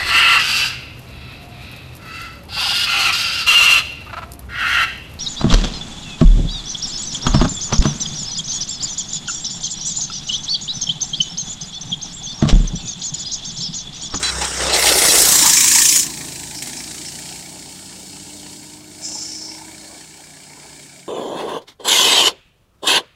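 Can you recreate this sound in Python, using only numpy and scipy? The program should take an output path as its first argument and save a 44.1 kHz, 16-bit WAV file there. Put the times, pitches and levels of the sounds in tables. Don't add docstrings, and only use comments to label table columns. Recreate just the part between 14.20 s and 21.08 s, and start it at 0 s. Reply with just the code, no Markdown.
import sys
import numpy as np
from scipy import signal
from scipy.fft import rfft, irfft, next_fast_len
from scipy.io import wavfile
from scipy.ndimage import uniform_filter1d, minimum_filter1d, map_coordinates

SR = 44100
rng = np.random.default_rng(int(sys.argv[2]) if len(sys.argv) > 2 else 0)


def to_wav(s):
    ch = np.atleast_2d(s).T
    pcm = np.round(np.clip(ch, -1, 1) * 32767)
    wavfile.write(sys.argv[1], SR, pcm.astype(np.int16))


N = 303408

# time in seconds, firings per second.
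KART_FIRING = [(0, 32.02), (.5, 31.79), (1.14, 29.19), (1.34, 26.98), (1.63, 28.99), (2.25, 26.21),
               (2.69, 28.35), (3.34, 30.22), (3.83, 29.28), (4.32, 30.64), (4.59, 27.41), (4.91, 30.09),
               (6.35, 30.72), (6.88, 29.8)]


def kart_cycle():
    rate, = curves(KART_FIRING)
    return np.cumsum(rate) / SR + 1 / 6


# multiple of the firing rate, relative level in dB.
THUD_ORDERS = [(2, 0.5), (3, -11), (4, -16.5), (5, -8), (6, -12)]
# multiple of the firing rate, relative level in dB.
REAR_ORDERS = [(3, -3), (5, 0), (6, 2), (7, -2.5), (8, -3.5), (9, 0), (10, -8), (11, -2.5), (12, -6),
               (13, -5.5)]
# frequency in Hz, relative level in dB per Hz.
PUFFS_FRONT = [(25, -24), (40, -4), (70, -9), (110, -15), (160, -4.5), (220, -10), (290, -4.5), (380, -6.5),
               (470, -6.5), (700, -20)]
# frequency in Hz, relative level in dB per Hz.
PUFFS_REAR = [(25, -32), (42, -8), (90, -10), (115, -5), (170, -5.5), (220, -4.5), (300, 3.5), (380, -5),
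              (470, -16.5), (700, -54)]


def exhaust(cycle):
    uneven_effort = amp(1.1 * throttle() + 2.3 * wobble(12))
    thud = uneven_effort * tones(cycle, THUD_ORDERS, waver_db=0.5)
    thud = passing(db=-44, fall=1.05, front_db=15.0) * thud

    gate = bursts(cycle, rise=0.14, scatter_db=2.5)
    front = amp(-2.0) * noise(PUFFS_FRONT, 0.56 + gate)
    rear = amp(-4.0) * noise(PUFFS_REAR, 0.75 + gate)
    puffs = turn(front, rear, 1.0, 1.3)
    wash = amp(-5.5) * noise(PUFFS_REAR)
    muffler = passing(db=-29.5, fall=.9, front_db=-7.5) * turn(puffs, wash, 1.2, 2.85)

    rear_tones = turn(0, tones(cycle, REAR_ORDERS, waver_db=2.0), 1.0, 1.8)
    muffler = muffler + passing(db=-41.5, fall=1.035, front_db=-3) * rear_tones
    return thud + amp(0.45 * throttle()) * muffler


# frequency in Hz, relative level in dB per Hz.
RATTLE_FRONT = [(760, -15), (1300, -3), (1800, -5), (2220, -5.5), (2430, -10), (3950, -7.5), (4780, -19),
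                (5000, -16), (6500, -40), (11000, -120)]
# frequency in Hz, relative level in dB per Hz.
RATTLE_NEAR = [(760, -36), (1300, -8), (1740, -5), (2110, 1.5), (2430, -9.5), (2560, -3), (3010, -5.5),
               (3810, -1), (4220, 0), (5000, -3.5), (6500, -40), (11000, -120)]
# frequency in Hz, relative level in dB per Hz.
RATTLE_BEHIND = [(760, -43), (1300, -20), (1470, -12), (1690, -2), (2010, -3.5), (2390, 0), (2600, -3.5),
                 (3530, -5.5), (3950, -2), (4810, -16), (5000, -5), (6500, -5), (11000, -120)]
# frequency in Hz, relative level in dB per Hz.
RATTLE_FAR = [(760, -57), (1300, -30), (1710, -12), (1970, -14.5), (2270, -1.5), (2360, -9), (2470, -14.5),
              (2670, -7.5), (3130, -6), (3490, -11), (3790, -4.5), (3970, -20), (4370, 0.5), (4830, -21),
              (5000, -1.5), (6500, -30), (11000, -120)]
LOUD_S, LOUD_END_S = 0.371, 1.77


def clatter(cycle):
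    gate = bursts(cycle, rise=0.11, scatter_db=0.5)
    grit = amp(0.41 * wobble(700))
    front = noise(RATTLE_FRONT, grit * (3 + gate))
    close = noise(RATTLE_NEAR, grit * (1.1 + gate))
    near = turn(front, close, 0.4, 0.545)
    behind = noise(RATTLE_BEHIND, grit * (turn(0.51, 0.36, 1.3, 1.91) + gate))
    far = noise(RATTLE_FAR, grit * (0.88 + gate))

    casing_ring = [(1500, -14.5), (1700, -4.5), (1950, -14), (2150, -5), (2320, -0.5), (2480, -14)]
    casing = noise(casing_ring, 0.52 + gate)
    far = far + turn(0, amp(-2) * casing, 4.4, 6.8)

    leaving = turn(near, behind, 1.1, 1.4)
    knock = patchy(turn(leaving, far, 2.6, 3.4), depth_db=2.2, width_hz=300, life=.03)
    running = amp(throttle()) * passing(db=-27.5, fall=1.042, front_db=1.0)
    stronger = held(LOUD_S, LOUD_END_S, attack=0.14, release=0.063)
    stronger = stronger * passing(db=-18, fall=1.45, front_db=-2.5)
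    return amp(flickers()[0]) * np.hypot(running, stronger) * knock


# frequency in Hz, relative level in dB per Hz.
LOUD_HISS_FRONT = [(2820, -37), (4800, -0.5), (5450, 7), (6160, 1), (7710, 4), (9090, 1), (9700, -22),
                   (12600, -52), (21300, -120)]
# frequency in Hz, relative level in dB per Hz.
LOUD_HISS_SIDE = [(2820, -14), (4800, -6.5), (5210, -1), (6040, -1), (7540, 2.5), (10000, -10),
                  (13000, -57), (22000, -120)]
# frequency in Hz, relative level in dB per Hz.
QUIET_HISS = [(2710, -19.5), (4600, -2.5), (4800, -5), (5390, -3.5), (5980, -5), (7640, 1), (8720, -1.5),
              (10000, -11), (13000, -32), (22000, -120)]
# frequency in Hz, relative level in dB per Hz.
HISS_BURST = [(2760, -34), (4700, -24), (4860, -28), (5020, -5), (5290, 0), (5710, -8), (6110, -3),
              (6380, -10), (7440, -2), (7780, -13), (7990, -22), (8650, -22), (9500, -32), (12400, -53),
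              (20900, -120)]
# frequency in Hz, relative level in dB per Hz.
BRIGHT_FRONT = [(5530, -35), (9400, 1.5), (11100, -4.5), (12800, -5.5), (15800, -13)]
# frequency in Hz, relative level in dB per Hz.
BRIGHT_SIDE = [(5530, -20), (9400, -2.5), (10500, -4.5), (13300, -6.5), (15100, -6), (15800, -7)]
# start in seconds, length in seconds, level in dB.
HISS_FLICKS = [(2.35, 0.045, -31.5), (2.57, .03, -35), (2.855, 0.027, -32)]
# frequency in Hz, relative level in dB per Hz.
HISS_RING = [(4400, -15), (5000, -9), (5300, 2), (5700, -6.5), (6500, -16)]
SIZZLE_S, SIZZLE_ATTACK_S, HISS_END_S, HISS_RELEASE_S = 0.503, 0.098, 1.771, 0.11
BURST_S, BURST_LENGTH_S, BURST_DB, BURST_SAG_DB_PER_S = 4.812, 0.47, -28, 11


def drive_hiss(cycle):
    gate = bursts(cycle, rise=.14, scatter_db=2.5)
    grit = amp(0.9 * wobble(900))
    throb = turn(unit(3 + gate), unit(1.23 + gate), 1.0, .9)

    near = turn(noise(LOUD_HISS_FRONT, grit), noise(LOUD_HISS_SIDE), 0.91, 1.19)
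    near = throb * patchy(near, depth_db=2.5, width_hz=240, life=.014)
    near = near * loud_hiss() * amp(.5 * flickers()[0])
    near = near * passing(db=-10.5, fall=0.29, front_db=-20.5)

    strong_throb = noise(QUIET_HISS, grit * (2.6 + gate))
    weak_throb = noise(QUIET_HISS, grit * (4.7 + gate))
    far = turn(strong_throb, weak_throb, 2.9, 3.5)
    far = far * (1 - loud_hiss()) * amp(0.94 * throttle())
    far = far * passing(db=-24.5, fall=0.95, front_db=0)

    burst = noise(HISS_BURST, amp(2.0 * wobble(40)) * (3 + gate))
    burst = turn(burst, noise(HISS_RING), 4.88, 5.3)
    burst_db = BURST_DB - BURST_SAG_DB_PER_S * (np.arange(N) / SR - BURST_S)
    burst = burst * held(BURST_S, BURST_S + BURST_LENGTH_S, attack=0.017, release=0.17) * amp(burst_db)

    sizzle = turn(noise(BRIGHT_FRONT, grit), noise(BRIGHT_SIDE, grit), 0.98, 1.18)
    sizzle = patchy(sizzle, depth_db=2.5, width_hz=407, life=.03)
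    sizzle = sizzle * turn(throb, unit(5.6 + gate), 1.5, 1.92)
    loud = held(SIZZLE_S, HISS_END_S, SIZZLE_ATTACK_S, HISS_RELEASE_S)
    loud = loud * passing(db=-15.0, fall=1.54, front_db=-15.5)
    quiet = amp(.5 * (throttle() + flickers()[0])) * passing(db=-34.0, fall=1.15, front_db=-12.0)

    flicks = strokes(HISS_FLICKS, attack=0.0034, release=.025) * noise(HISS_RING)
    return near + far + burst + np.hypot(loud, quiet) * sizzle + flicks


def loud_hiss():
    return np.clip((HISS_END_S - np.arange(N) / SR) / HISS_RELEASE_S + 1, 0, 1)


# frequency in Hz, relative level in dB per Hz.
GRAVEL_FRONT = [(120, -51), (200, -31), (225, -18), (271, -16), (367, -0.5), (406, -1.5), (453, 0.5),
                (523, -1), (691, -1), (846, -4), (920, -7), (1500, -9), (1950, -31), (3300, -120)]
# frequency in Hz, relative level in dB per Hz.
GRAVEL_SIDE = [(240, -40), (400, -12.5), (690, -13), (800, -9), (930, 2), (1000, 2.5), (1150, 1.5),
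               (1460, -14.5), (1600, -22), (2080, -32), (3520, -120)]
# frequency in Hz, relative level in dB per Hz.
GRAVEL_FAR = [(240, -44), (400, -1.5), (488, -10), (539, -8), (616, -2), (803, -2.5), (907, -1.5),
              (1140, -15.5), (1500, -8.5), (1950, -20), (3300, -120)]


def gravel(cycle):
    grains = amp(3.25 * wobble(450))
    front = noise(GRAVEL_FRONT, grains)
    side = noise(GRAVEL_SIDE, grains)
    far_grains = amp(1.45 * wobble(200)) * (13 + bursts(cycle, rise=0.072, scatter_db=6.5))
    far = noise(GRAVEL_FAR, far_grains)
    near = turn(amp(1.5) * front, side, 1.05, 1.24)
    crunch = patchy(turn(near, far, 1.7, 2.1), depth_db=3, width_hz=90, life=.06)

    rolling = amp(.5 * throttle()) * passing(db=-41.5, fall=0.47, front_db=7)
    stronger = held(LOUD_S, LOUD_END_S, attack=0.032, release=0.045)
    stronger = stronger * passing(db=-26, fall=2.3, front_db=7.5)
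    return amp(flickers()[1]) * np.hypot(rolling, stronger) * crunch


# start in seconds, relative crack level in dB, relative body level in dB.
STONE_HITS = [(0.0283, -4.5, -33), (0.2114, -22, -32), (0.543, 0, -19), (0.6388, -1, -12), (0.6682, 3, -20),
              (0.783, -0.5, -31), (0.852, -2, -15), (0.951, 2, -18), (2.423, -10, -49), (2.472, -13, -34)]


def knocks():
    t = np.arange(N) / SR
    crack, push = np.zeros(N), np.zeros(N)
    for s, crack_db, body_db in STONE_HITS:
        age = np.maximum(t - s, 0)
        crack += (t > s) * amp(crack_db - 60 * age / 0.11)
        push += (t > s) * amp(body_db - 60 * age / 0.04)
    # (Hz, relative dB per Hz)
    stone = [(1300, -25), (2000, 2), (5000, 0.5), (8500, 6), (11000, -4.5), (15800, -9)]
    dull = [(1300, -24), (2000, 2), (5000, 2), (9200, 6.5), (9900, -24), (15800, -32)]
    bright = amp(-13.0) * crack * turn(noise(dull), noise(stone), .55, 0.91)
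    return bright + amp(-3.5) * push * noise(GRAVEL_FRONT)


# start in seconds, length in seconds, level in dB.
STEEL_RUBS = [(.028, 0.074, -21.5), (.535, 0.021, -17.5), (.89, 0.018, -14.5)]
# frequency in Hz, size of its random wander in Hz, relative level in dB.
STEEL_MODES = [(2580, 21, -11.5), (3304, 28, -5.5), (4010, 29, 1.5), (4550, 40, -5), (5440, 40, -5),
               (6730, 24, -10)]


def squeaks():
    ring = np.zeros(N)
    for hz, wander_hz, db in STEEL_MODES:
        level = amp(db + 2.8 * wobble(85.5))
        phase = 2 * np.pi * np.cumsum(hz + wander_hz * wobble(300)) / SR
        ring += level * np.sin(phase)
    return strokes(STEEL_RUBS, attack=0.0021, release=0.0059) * unit(ring)


# start in seconds, length in seconds, level in dB.
THROATY_SWELLS = [(4.95, 0.014, -39), (5.28, .22, -49)]


def burbles(cycle):
    throat = [(720, -19), (830, -7), (900, 2), (1000, -4), (1080, -20)]  # (Hz, relative dB per Hz)
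    throb = 0.5 + bursts(cycle, rise=0.12, scatter_db=4.0)
    return strokes(THROATY_SWELLS, attack=0.0069, release=0.027) * noise(throat, throb)


# start in seconds, length in seconds, change of effort in dB.
PEDAL = [(2.45, 0.73, 2.5), (3.844, 0.51, 1.4), (4.544, 0.14, -4), (4.77, 0.36, 3), (5.272, 0.54, 2.5),
         (6.38, 0.26, 1.5), (6.8, .1, -3.5)]


def throttle():
    return sum(db * held(s, s + length, attack=0.045, release=0.054) for s, length, db in PEDAL)


# start in seconds, length in seconds, change of the rattle in dB,
# change of the low drumming in dB.
LEVEL_FLICKERS = [(.028, 0.057, 7, -1), (0.207, 0.04, 8.5, 7), (0.389, 0.028, 4.5, 2),
                  (0.531, 0.026, 3.5, -2), (0.655, 0.031, 4.5, 0.5), (0.934, 0.026, 1, 2),
                  (1.237, .03, 2, 8.5), (1.55, 0.027, 2.5, 5.5), (1.748, 0.022, 1, 7.5),
                  (2.66, 0.034, -1.5, 2.5), (5.696, 0.034, -3.5, 5.5), (6.343, 0.17, 0.5, 2.5)]


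def flickers():
    return sum(np.outer(changes, held(s, s + length, attack=0.0062, release=0.048))
               for s, length, *changes in LEVEL_FLICKERS)


PASS_S, MISS_M, SPEED_M_PER_S = .85, 1.973, 4.0


def passing(db, fall, front_db):
    ahead = SPEED_M_PER_S * (np.arange(N) / SR - PASS_S)
    distance = np.hypot(MISS_M, ahead)
    facing = ((1 - ahead / distance) / 2) ** 2
    return amp(db + front_db * facing) * (MISS_M / distance) ** fall


# time in seconds, firings per second before a slight jitter.
AHEAD_FIRING = [(1.8, 39.0), (2.6, 41.7), (4.0, 48.7), (4.5, 50.6), (5.4, 52.6), (5.9, 52.0), (6.2, 49),
                (6.88, 46)]
# multiple of the firing rate, relative level in dB.
AHEAD_HUM = [(2, -6), (3, -6), (4, -0.5), (5, -17)]
# multiple of the firing rate, relative level in dB.
AHEAD_DRONE = [(6, 4), (7, -7), (9, -16), (12, -13.5), (13, -14)]
AHEAD_IN_S, AHEAD_OFF_S, AHEAD_RELEASE_S = 1.44, 5.5, 0.58
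PIPE_RATE_HZ, PIPE_WIDTH_HZ, PIPE_DB = 52, 1.9, 5.5


def engine_ahead(drone_db=-55.5, hum_db=-46, recede_db_per_s=1.7):
    rate, = curves(AHEAD_FIRING)
    cycle = np.cumsum(rate * (1 + .003 * wobble(20))) / SR
    resonance_db = PIPE_DB / (1 + ((rate - PIPE_RATE_HZ) / PIPE_WIDTH_HZ) ** 2)
    drone = amp(drone_db + resonance_db) * tones(cycle, AHEAD_DRONE, waver_db=2.5)
    receding_db = hum_db - recede_db_per_s * (np.arange(N) / SR - AHEAD_IN_S)
    hum = amp(receding_db) * tones(cycle, AHEAD_HUM, waver_db=1.5)
    coast = turn(0, tones(cycle, [(3, -55.5)], waver_db=0.0), 5.0, 5.9)
    pulling = held(AHEAD_IN_S, AHEAD_OFF_S, attack=1.1, release=AHEAD_RELEASE_S)
    return pulling * (drone + hum) + coast


# frequency in Hz, time to fall 60 dB in seconds.
WOODS_DECAY = [(100, 0.44), (2000, 0.16), (12000, 0.048)]


def woods(x):
    hz, t, z = signal.stft(rng.standard_normal(SR // 2), SR, nperseg=256)
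    decay = amp(-60 * t / along(WOODS_DECAY, hz)[:, None])
    tail = signal.istft(z * decay, SR, nperseg=256)[1]
    return signal.fftconvolve(x, tail / np.linalg.norm(tail))[:N]


def tones(cycle, orders, waver_db):
    total = 0
    for order, db in orders:
        level = amp(db + waver_db * wobble(3.99))
        phase = 2 * np.pi * (round(order) * cycle + rng.random()) + 0.12 * wobble(8)
        total = total + level * np.sin(phase)
    return np.sqrt(2) * total


def bursts(cycle, rise, scatter_db):
    u = cycle % 1 / rise
    strength = amp(scatter_db * rng.standard_normal(1024))
    return strength[cycle.astype(int) % len(strength)] * (u * np.exp(1 - u)) ** 2


def strokes(rows, attack, release):
    return sum(amp(db) * held(s, s + length, attack, release) for s, length, db in rows)


def patchy(x, depth_db, width_hz, life):
    hz, t, z = signal.stft(x, SR, nperseg=512)
    knots = rng.standard_normal((400, 1200))
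    grid = np.meshgrid(hz / width_hz, t / life, indexing="ij")
    field = map_coordinates(knots, grid, order=1, mode="wrap")
    return unit(signal.istft(z * amp(depth_db * unit(field)), SR, nperseg=512)[1][:N])


def noise(spectrum, gate=1):
    return coloured(gate * rng.standard_normal(N), spectrum)


def coloured(x, spectrum):
    low, high = spectrum[0][0], spectrum[-1][0]

    def response(hz):
        skirt = np.minimum(1, np.minimum(hz / low, high / (hz + 1))) ** 8
        return amp(along(spectrum, hz)) * skirt

    return unit(filtered(x, response))


def filtered(x, response):
    m = next_fast_len(N + SR // 2)
    return irfft(rfft(x, m) * response(np.fft.rfftfreq(m, 1 / SR)), m)[:N]


def turn(a, b, start, end):
    share = np.clip((np.arange(N) / SR - start) / max(end - start, .01), 0, 1)
    return np.sqrt(1 - share) * a + np.sqrt(share) * b


def held(start, end, attack, release):
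    t = np.arange(N) / SR
    return np.clip(np.minimum((t - start) / attack, (end - t) / release + 1), 0, 1)


def wobble(rate):
    knots = rng.standard_normal(int(N * rate / SR) + 4)
    return map_coordinates(knots, [np.arange(N) * rate / SR])


def curves(rows):
    s, *cols = np.transpose(rows)
    return [np.interp(np.arange(N) / SR, s, c) for c in cols]


def along(points, hz):
    f, v = np.transpose(points)
    return np.interp(np.log(hz + 1), np.log(f + 1), v)


def amp(db):
    return 10 ** (np.asarray(db) / 20)


def unit(x):
    return x / np.sqrt(np.mean(x ** 2) + 1e-20)


def scene():
    cycle = kart_cycle()
    bright = clatter(cycle) + drive_hiss(cycle) + gravel(cycle) + burbles(cycle) + knocks() + squeaks()
    return (bright + amp(-22.0) * woods(bright) + exhaust(cycle) + engine_ahead())[None]


TOP_HZ = 15800


def record(dry, ceiling=0.93):
    needed = np.minimum(1, ceiling / (np.abs(dry[0]) + 1e-9))
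    gain = uniform_filter1d(minimum_filter1d(needed, size=40), size=40)
    return filtered(gain * dry[0], lambda hz: hz < TOP_HZ)[None]


dry = scene()
out = record(dry)
to_wav(out)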